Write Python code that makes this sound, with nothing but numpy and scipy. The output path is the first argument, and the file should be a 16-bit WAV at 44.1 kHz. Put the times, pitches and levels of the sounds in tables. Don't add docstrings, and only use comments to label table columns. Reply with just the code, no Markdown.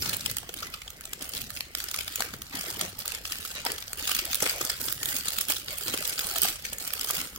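import sys
import numpy as np
from scipy import signal
from scipy.fft import rfft, irfft, next_fast_len
from scipy.io import wavfile
from scipy.ndimage import uniform_filter1d

SR = 44100
rng = np.random.default_rng(int(sys.argv[2]) if len(sys.argv) > 2 else 0)


def bounce(signal):
    frames = np.transpose(np.atleast_2d(signal))
    limited = np.clip(frames, -1, 1)
    pcm = np.round(limited * 32767).astype(np.int16)
    wavfile.write(sys.argv[1], SR, pcm)


N = 325590

# (time [s], level [dB], length [ms], brightness [dB])
LOUD_SNAPS = [(0.0237, -18, 2.9, -3), (0.0612, -21.5, 1.9, -3), (0.0954, -16.5, 2.3, 0),
              (0.133, -17.5, 3.9, -6.5), (0.169, -19.5, 0.5, 29), (0.209, -23.5, 3.2, 3),
              (0.2613, -14, 1.6, 0), (0.2994, -22.5, 1.8, -8), (0.3143, -21, 1.2, 7),
              (0.3693, -18, 1.3, 5.5), (0.3847, -20, 0.78, 6), (0.4928, -26.0, 2.3, -2),
              (0.5414, -25, 1.7, -4), (0.6307, -21.5, 3, -7), (0.7418, -22, 4.6, -7.5),
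              (0.8192, -28.5, 2.5, -9), (0.8794, -27.5, 2, -12), (0.9045, -29.5, 1.6, 5),
              (1.0102, -30, 0.77, 5), (1.0401, -35.5, 1.6, -1), (1.0548, -25.5, 1.5, 6),
              (1.1337, -20.5, 1.5, -1), (1.225, -24.0, 1.5, 5), (1.2928, -24.5, 1.2, 20),
              (1.3366, -25, 2.4, -2), (1.3695, -23, 1.9, 0), (1.417, -23, 2.2, 1), (1.505, -25.0, 1.2, 3),
              (1.5726, -24.5, 2.3, -16), (1.6075, -18.5, 1.2, -10), (1.7514, -17.5, 0.87, -1.5),
              (1.7856, -25, 1.4, 6), (1.8034, -22, 1.7, -1), (1.841, -21.5, 1.6, 2), (1.8868, -23, 2.8, -7),
              (1.914, -21, 1.7, 4), (1.9437, -18.5, 2.1, -2), (1.963, -23.5, 0.8, 11),
              (1.989, -20.5, 1, -5), (2.0088, -20.5, 3.5, 0), (2.0798, -21.5, 1.8, -4), (2.159, -16, 2, 10),
              (2.2066, -16.5, 1.5, 7), (2.2224, -17.5, 0.84, -15), (2.3391, -25, 4.3, -7),
              (2.4199, -24.5, 1.4, -1), (2.5547, -21.5, 4.5, 4), (2.611, -22, 1.6, 4),
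              (2.7034, -22, 1.6, 7), (2.7943, -23, 1.9, 2), (2.8127, -14, 1.9, -4), (2.991, -23.5, 1.1, 15),
              (3.0584, -21.5, 1.8, 3), (3.0795, -18.5, 0.97, 10), (3.121, -22, 1.9, -3),
              (3.1498, -21, 1.9, 0), (3.2539, -22.5, 1.8, -15), (3.3222, -18, 2.1, 3),
              (3.4514, -23.5, 1.6, 0), (3.6518, -21, 0.4, 7), (3.6661, -16.5, 2.9, -6),
              (3.7026, -24, 2.4, -6), (3.7193, -18.5, 0.89, 8), (3.783, -24.5, 2.3, -8),
              (3.8253, -26.5, 1.8, -3), (3.8807, -28, 1.1, -3), (3.9327, -20.5, 1.1, 3),
              (4.0768, -15, 3.7, -1), (4.0946, -16, 2.3, 0), (4.1157, -14.0, 2.6, -4), (4.15, -14, 3.2, 4),
              (4.1667, -18, 2.7, 0), (4.191, -14.0, 2.9, -1), (4.2534, -20.0, 1.7, 11),
              (4.332, -18, 1.3, -1), (4.3464, -14.5, 0.46, 10), (4.355, -15.5, 2.3, 9),
              (4.405, -18.5, 2.7, 3), (4.425, -12.5, 4.3, 8), (4.4641, -16, 5, -16),
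              (4.4965, -14.5, 1.9, 1), (4.6127, -16, 2.9, 5), (4.6508, -18, 0.91, 9), (4.7001, -13, 3, -1),
              (4.8152, -21, 1.8, 6), (4.885, -18.5, 2.2, -5), (4.926, -16, 1.8, 17.5),
              (5.032, -17.5, 1.5, 0), (5.0583, -16.5, 0.98, 2), (5.1104, -24, 2.1, 14),
              (5.1664, -16.5, 3.1, 8), (5.284, -14.0, 2.9, 7), (5.3863, -14.5, 1.7, 4),
              (5.4117, -14.0, 2.8, 7), (5.5012, -12.5, 5.6, 18), (5.5226, -19, 2.4, -7),
              (5.5674, -19.5, 3.8, -1), (5.6841, -23.5, 0.98, -15), (5.7846, -22.0, 2.6, 12),
              (5.882, -19, 3.2, -3), (5.9396, -17, 2.9, 1), (5.976, -21, 0.94, 3), (6.0525, -19, 3.5, -2),
              (6.077, -18.5, 1.2, 14), (6.0958, -17.5, 3.3, 14), (6.1802, -22.5, 1.6, -11),
              (6.193, -16, 1.2, 3), (6.3625, -21, 2.3, 6), (6.384, -17, 2.1, 11), (6.4194, -9.5, 0.9, 24),
              (6.4334, -12, 1.8, 18), (6.653, -20, 3.9, -3), (6.7319, -20, 3.0, 6), (6.7847, -23.5, 1.3, 9),
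              (6.877, -19.5, 3.4, 16), (6.9361, -16.5, 2.2, 7), (6.9957, -24, 0.96, 12),
              (7.0122, -17.5, 2.2, 6), (7.0459, -18, 3.1, 15), (7.109, -14.5, 0.79, 18),
              (7.3615, -26.0, 1.4, 10)]
# (time [s], level [dB], centre pitch [Hz])
PANEL_FLEXES = [(.431, -34, 710), (.492, -33, 496), (1.129, -38, 395), (1.206, -38, 344), (2.204, -22, 770),
                (2.335, -31, 201), (2.81, -36, 402), (3.662, -20.5, 756), (3.699, -32, 596),
                (4.4225, -16, 362), (4.461, -24, 477), (4.609, -24.5, 496), (5.499, -26.5, 348),
                (5.881, -26.5, 490), (5.94, -25, 410), (6.449, -23, 790), (6.724, -31.5, 426),
                (7.045, -29, 634), (7.101, -21, 1265)]
# (frequency [Hz], relative level [dB per Hz])
FILM_LEFT = [(500, -9.5), (1100, -10.5), (1450, 5), (1900, -5.5), (2200, 3.5), (2750, 3), (3300, 6),
             (3800, -1.5), (4700, 6), (5600, 0.5), (7500, 0.5), (10500, -4), (13200, -8), (15800, -11)]
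# (frequency [Hz], relative level [dB per Hz])
FILM_RIGHT = [(500, -13), (1000, -11), (1250, 3.5), (1480, -7), (1800, 2.5), (2200, -6.5), (2750, 4),
              (3500, 2), (4100, 3), (5500, 0.5), (7500, 0.5), (8500, 1.5), (11000, 0), (14500, 3)]
# (frequency [Hz], relative level [dB per Hz])
BAG_COLOUR = [(40, -50), (120, 1.5), (230, -12), (430, 2.5), (650, 4.5), (1000, 0.5), (1350, 0), (2000, 8),
              (4000, -16.5)]
# (frequency [Hz], relative level [dB per Hz])
FLOOR_COLOUR = [(10, -13), (25, 4.5), (80, 10), (115, 0.5), (250, -4), (500, -45), (1000, -33), (3000, -46),
                (15000, -55)]
# (frequency [Hz], likeness [0 to 1])
LIKENESS = [(100, 0.92), (500, 1), (1000, 0.067), (1350, 0.75), (2750, 0.52), (4000, 0.08), (15000, 0.04)]
# (frequency [Hz], time [s])
ROOM_T60 = [(200, 0.088), (2000, 0.52), (8000, 0.37), (15000, 0.086)]
# (frequency [Hz], phase [radians])
PORT_PHASE = [(50, 0.042), (350, 0.69), (860, 0.93), (1250, 0.09), (1720, 2.1), (2400, 2.95), (3100, 4.36),
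              (3800, 8.61)]
# (time [s], length [s], crinkle level [dB], bag level [dB], brightness [dB])
FINGER_PULLS = [(0.024, 0.12, -32.5, -41, -1), (0.25, 0.031, -35.5, -41.5, 3),
                (0.57, 0.086, -39, -43.5, -5), (0.724, 0.0069, -48, -61, -8), (1.208, 0.034, -38.5, -42, 0),
                (1.328, 0.051, -33, -47, 1.5), (1.545, 0.031, -38, -53, 6), (1.77, 0.062, -37.5, -64, 0),
                (1.94, 0.062, -35.5, -59, -1), (2.056, 0.17, -40.5, -52, -1), (2.188, 0.075, -39, -40, 3),
                (2.529, 0.064, -36, -36.5, -3), (2.642, 0.12, -44, -38.5, -8), (2.798, 0.048, -34, -36, -6),
                (2.988, 0.035, -36.5, -48, -2), (3.06, 0.088, -37, -45, -4),
                (3.244, 0.28, -36.5, -53.5, -1), (3.554, 0.035, -33.5, -45.5, -16),
                (3.652, 0.066, -36.5, -39.5, -4), (3.978, 0.1, -34, -44, 1),
                (4.091, 0.11, -32.5, -48.5, -5), (4.217, 0.057, -46, -40.5, -3),
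                (4.297, 0.036, -34.5, -48, -7), (4.421, 0.081, -28.5, -36, -0.5),
                (4.536, 0.19, -35, -41.5, -3), (4.805, 0.1, -31.5, -43, 10.5),
                (5.007, 0.067, -36.5, -42.5, 7), (5.084, 0.1, -30, -39.5, 7.5),
                (5.252, 0.082, -31.5, -44.5, 0), (5.376, 0.037, -32.5, -60, 1),
                (5.485, 0.029, -25, -36.5, 6), (5.683, 0.056, -35.5, -44, -2),
                (5.78, 0.068, -34, -46.5, 11), (5.864, 0.089, -30.5, -39.5, 0),
                (5.977, 0.16, -32.5, -41, 2), (6.18, 0.2, -30.5, -40.5, 3.5), (6.429, 0.047, -24.5, -42, 2),
                (6.644, 0.026, -37.5, -64, -6), (6.803, 0.41, -35.5, -48.5, 2.5),
                (7.079, 0.14, -31.5, -41.5, 2)]
# (time [s], level [dB])
HOLDING_CRINKLE = [(0, -37), (.45, -46.5), (.95, -50), (1.45, -42.5), (1.72, -53.5), (1.9, -42.5),
                   (2.4, -49), (2.7, -35), (2.95, -48), (3.5, -53), (3.78, -41), (3.9, -45), (4.3, -38.5),
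                   (5.63, -43.5), (6.2, -50), (6.6, -44), (7.0, -48), (7.38, -46)]
# (time [s], length [s], rumble level [dB])
HAND_SHIFTS = [(0, .08, -43.5), (0.257, 0.036, -48.5), (1.38, 0.064, -50), (2.33, 0.031, -50),
               (2.736, 0.095, -52), (4.79, 0.14, -52), (5.9, .08, -51.5)]

TOP_HZ = 15950
GRAIN_LIFE_S = .0016
GRAIN_SPREAD_DB = 5
ONE_MS_GAIN = np.sqrt(SR / 1000)
BURST_T = np.arange(-400, 900) / SR
PULL_ATTACK_S, RELAX_DB_PER_S = 0.01, 206
HOLDING_BAG_DB = -50
FLEX_T60_S = 0.041
SHIFT_ATTACK_S, SHIFT_FADE_DB_PER_S = 0.055, 69
SMALL_COUNT, SMALL_OVER_DB, SMALL_BRIGHT_DB, SMALL_LENGTH_MS = 260, 7, 2, 1.8
SHORTEST_SNAP_MS, LONGEST_SNAP_MS = .2, 3.5
PORT_BALANCE_DB = [[1.2], [-1.2]]


def snaps(lead_s=.0002, pan_spread_db=2.0):
    out = np.zeros((2, N))
    pans = pan_spread_db * rng.standard_normal(len(LOUD_SNAPS))
    for (s, db, length_ms, bright_db), pan_db in zip(LOUD_SNAPS, pans):
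        length_ms = np.clip(length_ms, SHORTEST_SNAP_MS, LONGEST_SNAP_MS)
        gain = amp(db) * ONE_MS_GAIN * amp([[pan_db / 2], [-pan_db / 2]])
        add(out, s + BURST_T[0] - lead_s, gain * buckle(length_ms, bright_db))
    return out


def small_snaps(film_gain, spread_db=1.5, length_spread=0.3, bright_spread_db=5):
    out = np.zeros((2, N))
    when = (np.arange(SMALL_COUNT) + rng.random(SMALL_COUNT)) / SMALL_COUNT
    variety = np.clip(rng.standard_normal((SMALL_COUNT, 3)), -2, 2)
    for share, (size, slow, colour) in zip(when, variety):
        gain = film_gain[int(share * N)] * amp(SMALL_OVER_DB + spread_db * size) * ONE_MS_GAIN
        length_ms = SMALL_LENGTH_MS * np.exp(length_spread * slow)
        crease = buckle(length_ms, SMALL_BRIGHT_DB + bright_spread_db * colour)
        add(out, share * N / SR + BURST_T[0], gain * crease)
    return out


def buckle(length_ms, bright_db, ripple_db=4.5, ring_db=-14, detune=0.025, wander=0.092):
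    t = BURST_T
    length = length_ms / 1000
    crack = np.exp(-np.abs(t) / (length * np.where(t < 0, .6, 1.3)))
    shiver = amp(ring_db) * np.exp(-np.abs(t) / np.where(t < 0, 1.3 * length, .002 + length))
    noise = rng.standard_normal((2, 2, len(t)))
    knots = rng.standard_normal(size=30)
    size, place = rng.standard_normal(size=2)

    def facet_colour(hz):
        ripple = np.interp(np.sqrt(2 * hz / SR), np.linspace(0, 1, len(knots)), knots)
        return amp(ripple_db * ripple + bright_db * treble(hz))

    burst = crack * noise[0] + filtered(shiver * noise[1], lambda hz: amp(-6 * treble(hz)))
    burst = ports(burst, 1 + wander * place)
    burst = filtered(burst, lambda hz: film(hz, np.exp(detune * size)) * facet_colour(hz))
    return burst / np.sqrt(np.sum(burst ** 2) / 2)


def film(hz, size=1):
    return amp([along(FILM_LEFT, hz * size), along(FILM_RIGHT, hz * size)]) * (hz < TOP_HZ)


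def crinkle(film_gain, bright_db, rate=900, spread_db=GRAIN_SPREAD_DB, level_db=-3):
    life = np.exp(-2 * np.abs(BURST_T) / (GRAIN_LIFE_S * np.where(BURST_T < 0, .5, 1)))
    shared = ticks(rate / 2, spread_db) ** 2
    sheet = filtered(ports(refold(rng.standard_normal((2, N)), depth_db=4.5)), film)
    high = filtered(sheet, lambda hz: treble(hz) + .5)
    low = sheet - high

    def flicker():
        flips = shared + ticks(rate / 2, spread_db) ** 2
        power = np.abs(signal.oaconvolve(flips, life, mode="same"))
        return unit(np.sqrt(power))

    up, down = amp(bright_db / 2), amp(-bright_db / 2)
    grains = (up * high * flicker() + down * low * flicker()) / np.std(sheet)
    return film_gain * amp(level_db) * grains / np.sqrt((up ** 2 + down ** 2) / 2)


def ticks(rate, spread_db):
    chance, size = rng.random(N), rng.standard_normal(N)
    return (chance < rate / SR) * amp(spread_db * np.clip(size, -2, 1.5))


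def refold(x, depth_db):
    z = signal.stft(x, nperseg=512)[2]
    field = rng.standard_normal(z.shape[1:])
    for _ in range(2):
        field = uniform_filter1d(field, size=2, axis=0)
        field = uniform_filter1d(field, size=6, axis=1)
    return signal.istft(z * amp(depth_db * unit(field)), nperseg=512)[1][:, :N]


def bag(bag_gain, rub_db=-5, pop_db=-9.5):
    rub = ports(refold(rng.standard_normal((2, N)), depth_db=6.5))
    rub = unit(filtered(rub, lambda hz: amp(along(BAG_COLOUR, hz))))
    hollow = unit(ports(np.array([pops(), pops()])))
    return bag_gain * (amp(rub_db) * rub + amp(pop_db) * hollow)


def pops(count=900, centre_hz=540, scatter=0.532, cycles=1.6, spread_db=4):
    out, t = np.zeros(N + SR), np.arange(SR // 30) / SR
    when, (pitch, size) = rng.random(count), rng.standard_normal((count, 2)).T
    turns = centre_hz * np.exp(scatter * np.clip(pitch, -2, 2))[:, None] * t
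    envelope = np.exp(-turns / cycles) * (1 - np.exp(-2 * turns))
    gain = amp(spread_db * np.clip(size, -2, 1.5))[:, None]
    dimples = gain * np.sin(2 * np.pi * turns) * envelope
    index = (when * N).astype(int)[:, None] + np.arange(len(t))
    return np.bincount(index.ravel(), dimples.ravel(), len(out))[:N]


def flexes(attack_s=0.00061, sharpness=1.0, tone=0.72, sag=0.13):
    out, t = np.zeros((2, N)), np.arange(SR // 8) / SR
    fall_db = -60 * t / FLEX_T60_S
    for s, db, centre_hz in PANEL_FLEXES:

        def hollow(hz):
            width = 2j * hz * centre_hz
            return (1j * hz * centre_hz / (sharpness * (centre_hz ** 2 - hz ** 2) + width)) ** 2

        flutter = unit(filtered(ports(rng.standard_normal((2, len(t)))), hollow))
        swing = np.sin(2 * np.pi * centre_hz * t * (1 - sag * t / FLEX_T60_S))
        swing = swing * amp(fall_db)
        envelope = amp(db + fall_db) * (1 - np.exp(-t / attack_s))
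        add(out, s, (0.58 * flutter + tone * swing) * envelope)
    return out


def handling():
    film_power = amp(curves(HOLDING_CRINKLE)[0]) ** 2
    bag_power = np.full(N, amp(HOLDING_BAG_DB) ** 2)
    bright = np.zeros(N)
    for start, length, crinkle_db, bag_db, bright_db in FINGER_PULLS:
        effort = stroke(start, length, PULL_ATTACK_S, RELAX_DB_PER_S) ** 2
        film_power += effort * amp(crinkle_db) ** 2
        bag_power += effort * amp(bag_db) ** 2
        bright += effort * amp(crinkle_db) ** 2 * bright_db
    return np.sqrt(film_power), np.sqrt(bag_power), bright / film_power


def stroke(start, length, attack_s, fade_db_per_s):
    t = np.arange(N) / SR - start
    return np.clip(1 + t / attack_s, 0, 1) * amp(-np.clip(fade_db_per_s * (t - length), 0, 120))


def hand_rumble(rumble_hz=102):
    noise = ports(rng.standard_normal((2, N)))
    rumble = unit(filtered(noise, lambda hz: (hz / rumble_hz) ** 3 / (1 + (hz / rumble_hz) ** 5)))
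    shifting = sum(amp(db) * stroke(start, length, SHIFT_ATTACK_S, SHIFT_FADE_DB_PER_S)
                   for start, length, db in HAND_SHIFTS)
    return shifting * rumble * amp(PORT_BALANCE_DB)


def room(x, delay_s=.006):
    hz, t, z = signal.stft(rng.standard_normal((2, SR // 2)), SR, nperseg=256)
    fade = amp(-60 * t / along(ROOM_T60, hz)[:, None])
    tail = signal.istft(z * fade, SR, nperseg=256)[1]
    tail = np.pad(tail / np.linalg.norm(tail[0]), ((0, 0), (round(delay_s * SR), 0)))
    return signal.fftconvolve(x, tail, axes=1)[:, :N]


def room_floor(floor_db=-54):
    noise = ports(rng.standard_normal((2, N)))
    floor = unit(filtered(noise, lambda hz: amp(along(FLOOR_COLOUR, hz))))
    return amp(floor_db) * floor * amp(PORT_BALANCE_DB)


def ports(pair, stretch=1):
    def blend(hz):
        turn = np.arccos(np.clip(along(LIKENESS, hz), 0, 1)) / 2
        return np.array([np.cos(turn), np.sin(turn)])

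    def lag(hz):
        return np.exp(.5j * stretch * along(PORT_PHASE, hz) * np.array([[-1], [1]]))

    mid, side = filtered(pair, blend)
    return filtered(np.array([mid + side, mid - side]), lag)


def treble(hz, split_hz=6500):
    return hz ** 4 / (hz ** 4 + split_hz ** 4) - .5


def amp(db):
    return 10 ** (np.asarray(db) / 20)


def unit(x):
    return x / np.sqrt(np.mean(x ** 2) + 1e-20)


def along(points, hz):
    f, v = np.transpose(points)
    return np.interp(np.log(hz + 1), np.log(f + 1), v)


def curves(rows):
    s, *cols = np.transpose(rows)
    return [np.interp(np.arange(N) / SR, s, c) for c in cols]


def filtered(x, response):
    n = x.shape[-1]
    m = next_fast_len(n + 2048)
    return irfft(rfft(x, m) * response(np.fft.rfftfreq(m, 1 / SR)), m)[..., :n]


def add(out, s, x):
    i = round(s * SR)
    x = x[:, max(-i, 0):max(N - i, 0)]
    out[:, max(i, 0):max(i, 0) + x.shape[1]] += x


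def scene(room_db=-14):
    film_gain, bag_gain, bright_db = handling()
    creases = snaps() + small_snaps(film_gain)
    packet = creases + crinkle(film_gain, bright_db) + bag(bag_gain) + flexes()
    return packet + amp(room_db) * room(packet) + hand_rumble() + room_floor()


def record(dry):
    return filtered(dry, lambda hz: hz < TOP_HZ)


dry = scene()
out = record(dry)
bounce(out)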